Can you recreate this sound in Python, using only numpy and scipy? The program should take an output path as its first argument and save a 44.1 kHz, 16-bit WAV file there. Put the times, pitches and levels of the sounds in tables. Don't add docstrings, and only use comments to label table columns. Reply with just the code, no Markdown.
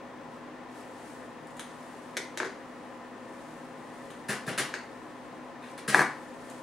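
import sys
import numpy as np
from scipy import signal
from scipy.fft import rfft, irfft
from scipy.io import wavfile
from scipy.ndimage import uniform_filter1d

SR = 44100
rng = np.random.default_rng(int(sys.argv[2]) if len(sys.argv) > 2 else 0)


def persist_wave(psi):
    counts = np.round(np.clip(psi, -1, 1) * 32767).astype(np.int16)
    wavfile.write(sys.argv[1], SR, np.atleast_2d(counts).T)


N = 292074
T = np.arange(N) / SR
HZ = np.maximum(np.arange(N // 2 + 1) * SR / N, 1)

# pitch_hz, width_hz, level_db
CRACK = [(2480, 1100, -0.44), (3650, 1600, 0.8), (4600, 390, -0.54), (6300, 410, -1), (6600, 580, -1)]
# pitch_hz, width_hz, level_db
TICK = [(8400, 1300, -1), (9300, 820, -11), (11200, 1500, -13)]
# start_s, level_db, brightness_db_per_octave, thud_db, room_db
CUP_KNOCKS = [(5.9454, -3.5, 1, -11.5, -7.5), (5.9690, -18.5, -9.5, 2, -12.5), (5.9812, -21.5, -4, -1, -8),
              (5.9928, -10, 1, -8, -4), (6.0073, -13, 1, -6, -10.5), (6.0167, -15.5, 3.5, -19, -11),
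              (6.0195, -18, -3, -10, -5)]
CUP_ECHO = (0.001207, 0.52)


def from_db(db):
    return 10 ** (np.asarray(db) / 20)


def rms_one(x):
    return x / np.sqrt(np.mean(x ** 2) + 1e-20)


def at_hz(points, hz):
    pitches, values = np.transpose(points)
    return np.interp(np.log(hz), np.log(pitches), values)


def drift(rate_hz):
    return rms_one(irfft(rfft(rng.standard_normal(N)) / (1 + (HZ / rate_hz) ** 2), N))


def stereo_noise(db, alike):
    mid, side = rfft(rng.standard_normal((2, N)))
    alike = np.clip(alike, 0, .99)
    left_right = np.sqrt(1 + alike) * mid + np.sqrt(1 - alike) * side * [[1], [-1]]
    return rms_one(irfft(from_db(db) * left_right, N))


def evened(noise, width_hz):
    spectrum = rfft(noise)
    bins = max(int(width_hz * noise.shape[-1] / SR), 3)
    return spectrum / np.sqrt(uniform_filter1d(np.abs(spectrum) ** 2, bins, axis=-1) + 1e-20)


def body(modes, size=4096):
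    hz = np.maximum(np.arange(size // 2 + 1) * SR / size, 1)
    power = sum(from_db(db) ** 2 / (1 + ((hz * hz - centre ** 2) / (hz * width)) ** 2)
                for centre, width, db in modes)
    low_hz, high_hz = .75 * modes[0][0], 1.15 * modes[-1][0]
    power = power / (1 + (low_hz / hz) ** 8) / (1 + (hz / high_hz) ** 10)
    cepstrum = irfft(np.log(power + 1e-9))[:size // 2]
    cepstrum[0] = 0
    ring = irfft(np.exp(rfft(cepstrum, size)))
    return ring / np.abs(ring).max()


def sound(force, response):
    return signal.oaconvolve(np.atleast_2d(force), np.atleast_2d(response), axes=1)[:, :N]


def chatter(fade_s=0.0011):
    t = T[:256]
    touches = rng.standard_normal(len(t)) * np.exp(-t / fade_s)
    flurry = irfft(evened(touches, width_hz=500))
    return flurry / np.linalg.norm(flurry)


def blows(rows, rebound, mix_db=0, touch=lambda: np.ones(1)):
    start_s, db, brightness, _, room_db = np.transpose(rows)
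    delay_s, share = rebound
    starts = np.round(start_s * SR).astype(int)
    lags = np.round(delay_s * 2 ** (-brightness / 15) * SR).astype(int)
    force = np.zeros((2, N))
    for at, lag, level_db, send_db in zip(starts, lags, db + mix_db, room_db):
        push = from_db([[level_db], [level_db + send_db]]) * touch() / np.hypot(1, share)
        force[:, at:at + push.shape[1]] += push
        force[:, at + lag:at + lag + push.shape[1]] += share * push
    return force


def contacts(rows, knock, crack, tick, crack_db, tick_db, rebound):
    # pitch_hz, width_hz, level_db
    thud = [(252, 99, -18), (383, 38, 0), (464, 120, -8), (590, 110, -23)]
    brightness, thud_db = np.transpose(rows)[2:4]
    out = sound(blows(rows, rebound, thud_db), body(thud))
    out += sound(blows(rows, rebound), body(knock))
    for modes, db in ((crack, crack_db), (tick, tick_db)):
        octaves = np.log2(np.mean(modes, axis=0)[0] / np.mean(knock, axis=0)[0])
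        out += sound(blows(rows, rebound, db + brightness * octaves, chatter), body(modes))
    return out


def ventilation(air_db=-45.5, waver_db=1.55, wander_radians=0.71):
    # pitch_hz, level_db
    air = [(20, -20), (45, -10.5), (60, -14), (100, -17), (128, -8.5), (160, -5), (300, 2), (560, -2.5),
           (1050, -3), (1450, -8.5), (2000, -11.5), (2800, -17.5), (4500, -24.5), (8800, -31), (12000, -40),
           (16000, -52)]
    # pitch_hz, width_hz, boost_db
    duct = [(156.1, 2.9, 14.4), (236, 30, 1.9), (300, 7.5, 3.5), (310, 10.4, 5.8), (515.6, 41, 6.1),
            (543, 17, 4.8), (700, 19, 2.2), (817, 54, 3.8), (1028, 38, 6.4), (1784, 71, 8), (1940, 49, 5.6)]
    # pitch_hz, level_db
    tones = [(40, -98), (119.7, -63.5), (239.5, -57), (251, -50.5), (549, -59.5), (678, -60), (872, -67.5),
             (980, -58.5), (1276, -68), (15735, -88)]
    # pitch_hz, likeness (0 to 1)
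    likeness = [(60, 0.024), (150, 0.56), (380, 0.91), (950, 0.74), (2380, 0.73), (5980, 0.31),
                (15000, 0.13)]
    boost_db = sum(boost / (1 + (2 * (HZ - hz) / width) ** 2) for hz, width, boost in duct)
    hum = np.zeros(N)
    for hz, db in tones:
        level = from_db(db + waver_db * drift(18.0))
        hum += level * np.sin(2 * np.pi * hz * T + wander_radians * drift(1.9))
    rush = stereo_noise(at_hz(air, HZ) + boost_db, at_hz(likeness, HZ))
    return from_db(air_db) * rush + hum


def rustle(resting_db=-80, grain_db=1.0):
    # middle_s, length_s, level_db
    moves = [(.35, 0.077, -67), (0.795, 0.13, -58), (1.078, 0.33, -58), (1.86, 0.66, -60.5),
             (2.7, 0.79, -67.5), (3.472, 0.45, -61), (4.04, 0.52, -61), (4.995, 1, -65.5),
             (5.71, 0.093, -60), (6.237, 0.27, -60.5), (6.522, 0.26, -56.5)]
    # pitch_hz, level_db
    colour = [(1500, -4), (3000, -5), (5500, -7.5), (8800, -4.5), (10500, -9), (13000, -19.5), (16000, -32)]
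    swells = [from_db(db) * .5 ** ((2 * (T - middle) / length) ** 2) for middle, length, db in moves]
    level = np.sqrt(from_db(resting_db) ** 2 + np.sum(np.square(swells), axis=0))
    grain = from_db(grain_db * drift(45))
    return level * grain * stereo_noise(at_hz(colour, HZ), alike=0.43)


def light_clicks():
    # start_s, level_db, brightness_db_per_octave, thud_db, room_db
    hits = [(1.471, -62, 8.5, -20, -9), (1.506, -65, 7, -20, -3), (1.5687, -52.5, 6, -23, -4),
            (1.5946, -30.5, 1.5, -19, -3), (1.5990, -58, -2, -22, -13), (4.1035, -41.5, 0, -25, 0.5),
            (4.4828, -28.5, -7, -4.5, -4.5), (6.4995, -47.5, 5.5, -20, -7)]
    # pitch_hz, width_hz, level_db
    knock = [(1150, 300, -3), (1410, 300, 0), (1880, 710, -3)]
    crack = [(2620, 710, -0.5), (3200, 600, -7), (3770, 830, 0), (5000, 1500, -13)]
    tick = [(6900, 1200, 2), (8500, 1400, 2), (9500, 660, 3), (11100, 1400, -19)]
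    return contacts(hits, knock, crack, tick, crack_db=-1.6, tick_db=-.5, rebound=(.00035, 0.32))


def pen_clacks():
    # start_s, level_db, brightness_db_per_octave, thud_db, room_db
    hits = [(2.1686, -23, 2, -9, -6), (2.1735, -24.5, 2.5, -2, -15.5), (2.1775, -29, 1, -9, -7),
            (2.3741, -26, 1.5, -13, -4), (2.4466, -38.5, 0, -2, 0)]
    # pitch_hz, width_hz, level_db
    knock = [(760, 220, -6), (1010, 200, -14), (1510, 150, 1.5), (2050, 330, 6)]
    crack = [(2500, 400, 1), (3640, 700, 0.5), (4800, 1100, -2), (6150, 1200, -3), (7060, 1300, -4.5)]
    return contacts(hits, knock, crack, TICK, crack_db=3.6, tick_db=-6, rebound=(.00055, 0.14))


def bench_knocks():
    # start_s, level_db, brightness_db_per_octave, thud_db, room_db
    hits = [(2.4014, -17.5, -3, -6.5, -5.5), (2.4313, -22.5, -2, -1, -8.5), (2.4490, -31, -0.5, -13, -3.5)]
    # pitch_hz, width_hz, level_db
    knock = [(785, 120, -3), (1090, 260, 1), (1480, 280, 2), (1800, 170, -0.5), (2150, 300, -3)]
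    return contacts(hits, knock, CRACK, TICK, crack_db=-3.5, tick_db=-16, rebound=(0.00108, 0.15))


def rim_scrapes(slips_per_s=3500, rise_s=0.0018, fade_db=7):
    # start_s, length_s, rasp_db, hiss_db (added to rasp_db), flex_db, rasp_pitch_ratio
    strokes = [(4.2837, 0.052, -39, -3.5, -41, 0.92), (4.464, 0.0093, -51, 2.5, -45, 1.3),
               (4.476, 0.019, -37.5, -7.5, -44, 0.95), (4.495, 0.04, -51.5, -8, -45, 1.8),
               (4.576, 0.03, -33.5, -2.5, -37, 0.995), (5.618, 0.076, -59, -10, -84, 1.2),
               (5.776, 0.015, -49, -2.5, -69, 1.17), (5.8772, 0.028, -36, -0.5, -40, 1),
               (5.922, 0.066, -40.5, -6, -38.5, 0.79), (5.958, 0.052, -54.5, 10, -51, 0.64)]
    # pitch_hz, width_hz, level_db
    flex = [(145, 33, -4), (212, 68, 0.5), (420, 50, 2), (665, 690, -4)]
    rasp = [(1180, 320, -2.5), (1595, 250, -0.5), (1914, 160, 1.5), (2150, 240, -2.5), (3040, 830, -4.5)]
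    hiss = [(4000, 1400, -1.5), (5260, 3000, -3.5), (7900, 2800, -4.5), (9660, 550, 3), (10800, 2000, -19)]
    out = np.zeros(N)
    for start_s, length_s, rasp_db, hiss_db, flex_db, ratio in strokes:
        t, at = T[:int(length_s * SR)], int(start_s * SR)
        tuned_rasp = [(hz * ratio, width, db) for hz, width, db in rasp]
        for modes, db in ((flex, flex_db), (tuned_rasp, rasp_db), (hiss, rasp_db + hiss_db)):
            chance, size = rng.random(SR // 4)[:len(t)], rng.standard_normal(SR // 4)[:len(t)]
            slips = (chance < slips_per_s / SR) * size
            friction = rms_one(irfft(evened(slips, width_hz=100), len(t)))
            force = friction * np.minimum(t / rise_s, 1) * from_db(db - fade_db * t / length_s)
            response = body(modes)
            stroke = sound(force, response / np.linalg.norm(response))[0]
            out[at:at + len(stroke)] += stroke
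    return np.array([out, out])


def wall_bumps():
    # start_s, level_db
    bumps = [(4.291, -33), (4.476, -31), (4.509, -33), (4.592, -40), (5.882, -28), (5.989, -32.5)]
    # pitch_hz, width_hz, level_db
    wall = [(147, 31, -0.5), (223, 78, -5)]
    force = np.zeros(N)
    for start_s, db in bumps:
        force[int(start_s * SR)] = from_db(db)
    return sound(force, body(wall))[0]


def item_tap():
    # start_s, level_db, brightness_db_per_octave, thud_db, room_db
    hits = [(4.7396, -20, 1.5, -13, -4.5)]
    # pitch_hz, width_hz, level_db
    knock = [(580, 200, -11), (1580, 330, 0), (2000, 300, -4), (2480, 450, -6)]
    crack = [(4040, 630, -1.8), (4540, 560, -0.19), (6650, 1000, -2)]
    return contacts(hits, knock, crack, TICK, crack_db=-7, tick_db=-19, rebound=(0.00118, 0.1))


def cup_rattle():
    # pitch_hz, width_hz, level_db
    knock = [(760, 140, -3.5), (1060, 280, -3), (1290, 150, 4.5), (1540, 190, -2), (1720, 230, 0),
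             (1960, 200, -1), (2160, 210, -3.5), (2360, 300, -18)]
    return contacts(CUP_KNOCKS, knock, CRACK, TICK, crack_db=-12, tick_db=-17, rebound=CUP_ECHO)


def cup_ring(ring_db=-38, swell_s=0.002):
    # pitch_hz, level_db, fade_s (time to fall 60 dB)
    tones = [(143.7, 2.5, 0.41), (223, -6, 0.34), (346, 13, 0.33), (416, -2, 0.23), (756, -2, 0.21),
             (851, 10, 0.33), (1000, 2, 0.45), (1008, 9, .33), (1179, 8, 0.4), (1134, 8, 0.22),
             (1310, 10.5, 0.37), (1520, -2, 0.25), (1630, 0, 0.2), (1650, -8, .2), (1860, 1, 0.26),
             (1942, 11, 0.23), (2006, 15, 0.18), (2240, 11, 0.35)]
    t = T[:SR // 2]
    ring = sum(from_db(db - 60 * t / fade_s) * np.sin(2 * np.pi * (hz * t + rng.random()))
               for hz, db, fade_s in tones)
    force = blows(CUP_KNOCKS, CUP_ECHO, ring_db)[0]
    return sound(force, ring * (1 - np.exp(-t / swell_s)))[0]


def over_worktop(x, lag_s=0.00123, bounce=0.25, low_cut_hz=480, boost_hz=1640, boost=0.89, gain_db=-2):
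    thin = signal.sosfilt(signal.butter(2, low_cut_hz, "high", fs=SR, output="sos"), x)
    straight = thin + boost * signal.lfilter(*signal.iirpeak(boost_hz, Q=3.5, fs=SR), thin)
    delayed = np.interp(T - lag_s, T, straight)
    dulled = signal.lfilter([.5], [1, -.5], delayed)
    return from_db(gain_db) * (straight + bounce * dulled)


def room(x, gap_s=0.0002, early_db=3, early_s=0.021, echo_db=7.5):
    # pitch_hz, fade_s (time to fall 60 dB)
    fades = [(150, 0.5), (500, 0.28), (1100, 0.54), (1650, 0.41), (2100, 0.41), (2800, 0.4), (4700, 0.41),
             (9000, 0.29), (15000, 0.032)]
    # pitch_hz, likeness (0 to 1)
    likeness = [(100, 0.83), (300, 0.97), (1400, 0.86), (3000, 0.77), (7000, 0.55), (14000, 0.065)]
    t = T[:int(SR * .7)]
    hz = np.maximum(np.arange(len(t) // 2 + 1) * SR / len(t), 1)
    noise = rfft(stereo_noise(0 * HZ, at_hz(likeness, HZ))[:, :len(t)])
    band_hz, band_fade_s = np.transpose(fades)
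    tail = 0
    for share, fade_s in zip(np.eye(len(fades)), band_fade_s):
        band = np.interp(np.log(hz), np.log(band_hz), share)
        tail = tail + irfft(noise * band, len(t)) * from_db(-60 * t / fade_s)
    tail *= from_db(early_db * np.exp(-t / early_s))
    tail = irfft(evened(tail, width_hz=127), len(t))
    tail *= np.clip(t / gap_s - .5, 0, 1)
    tail *= np.clip(2 - 2 * t / t[-1], 0, 1) ** 2
    return from_db(echo_db) * sound(x, tail / np.sqrt(np.sum(tail ** 2) / 2))


def scene():
    small_straight, small_to_room = light_clicks() + pen_clacks() + bench_knocks() + item_tap()
    cup_straight, cup_to_room = cup_rattle() + rim_scrapes()
    close = over_worktop(small_straight + cup_straight)
    echoes = room(small_to_room) + room(cup_to_room)
    return close + cup_ring() + wall_bumps() + echoes + rustle() + ventilation()


def record(dry, cutoff_hz=15900):
    # pitch_hz, left_minus_right_db
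    balance = [(60, -6.5), (150, 1), (350, 1.5), (700, 3), (1300, 3.5), (2400, 1.5), (4400, 1), (9000, 1)]
    coloured = irfft(rfft(dry) * from_db(at_hz(balance, HZ) * [[.5], [-.5]]), N)
    return signal.sosfilt(signal.ellip(10, .1, 80, cutoff_hz, fs=SR, output="sos"), coloured)


dry = scene()
out = record(dry)
persist_wave(out)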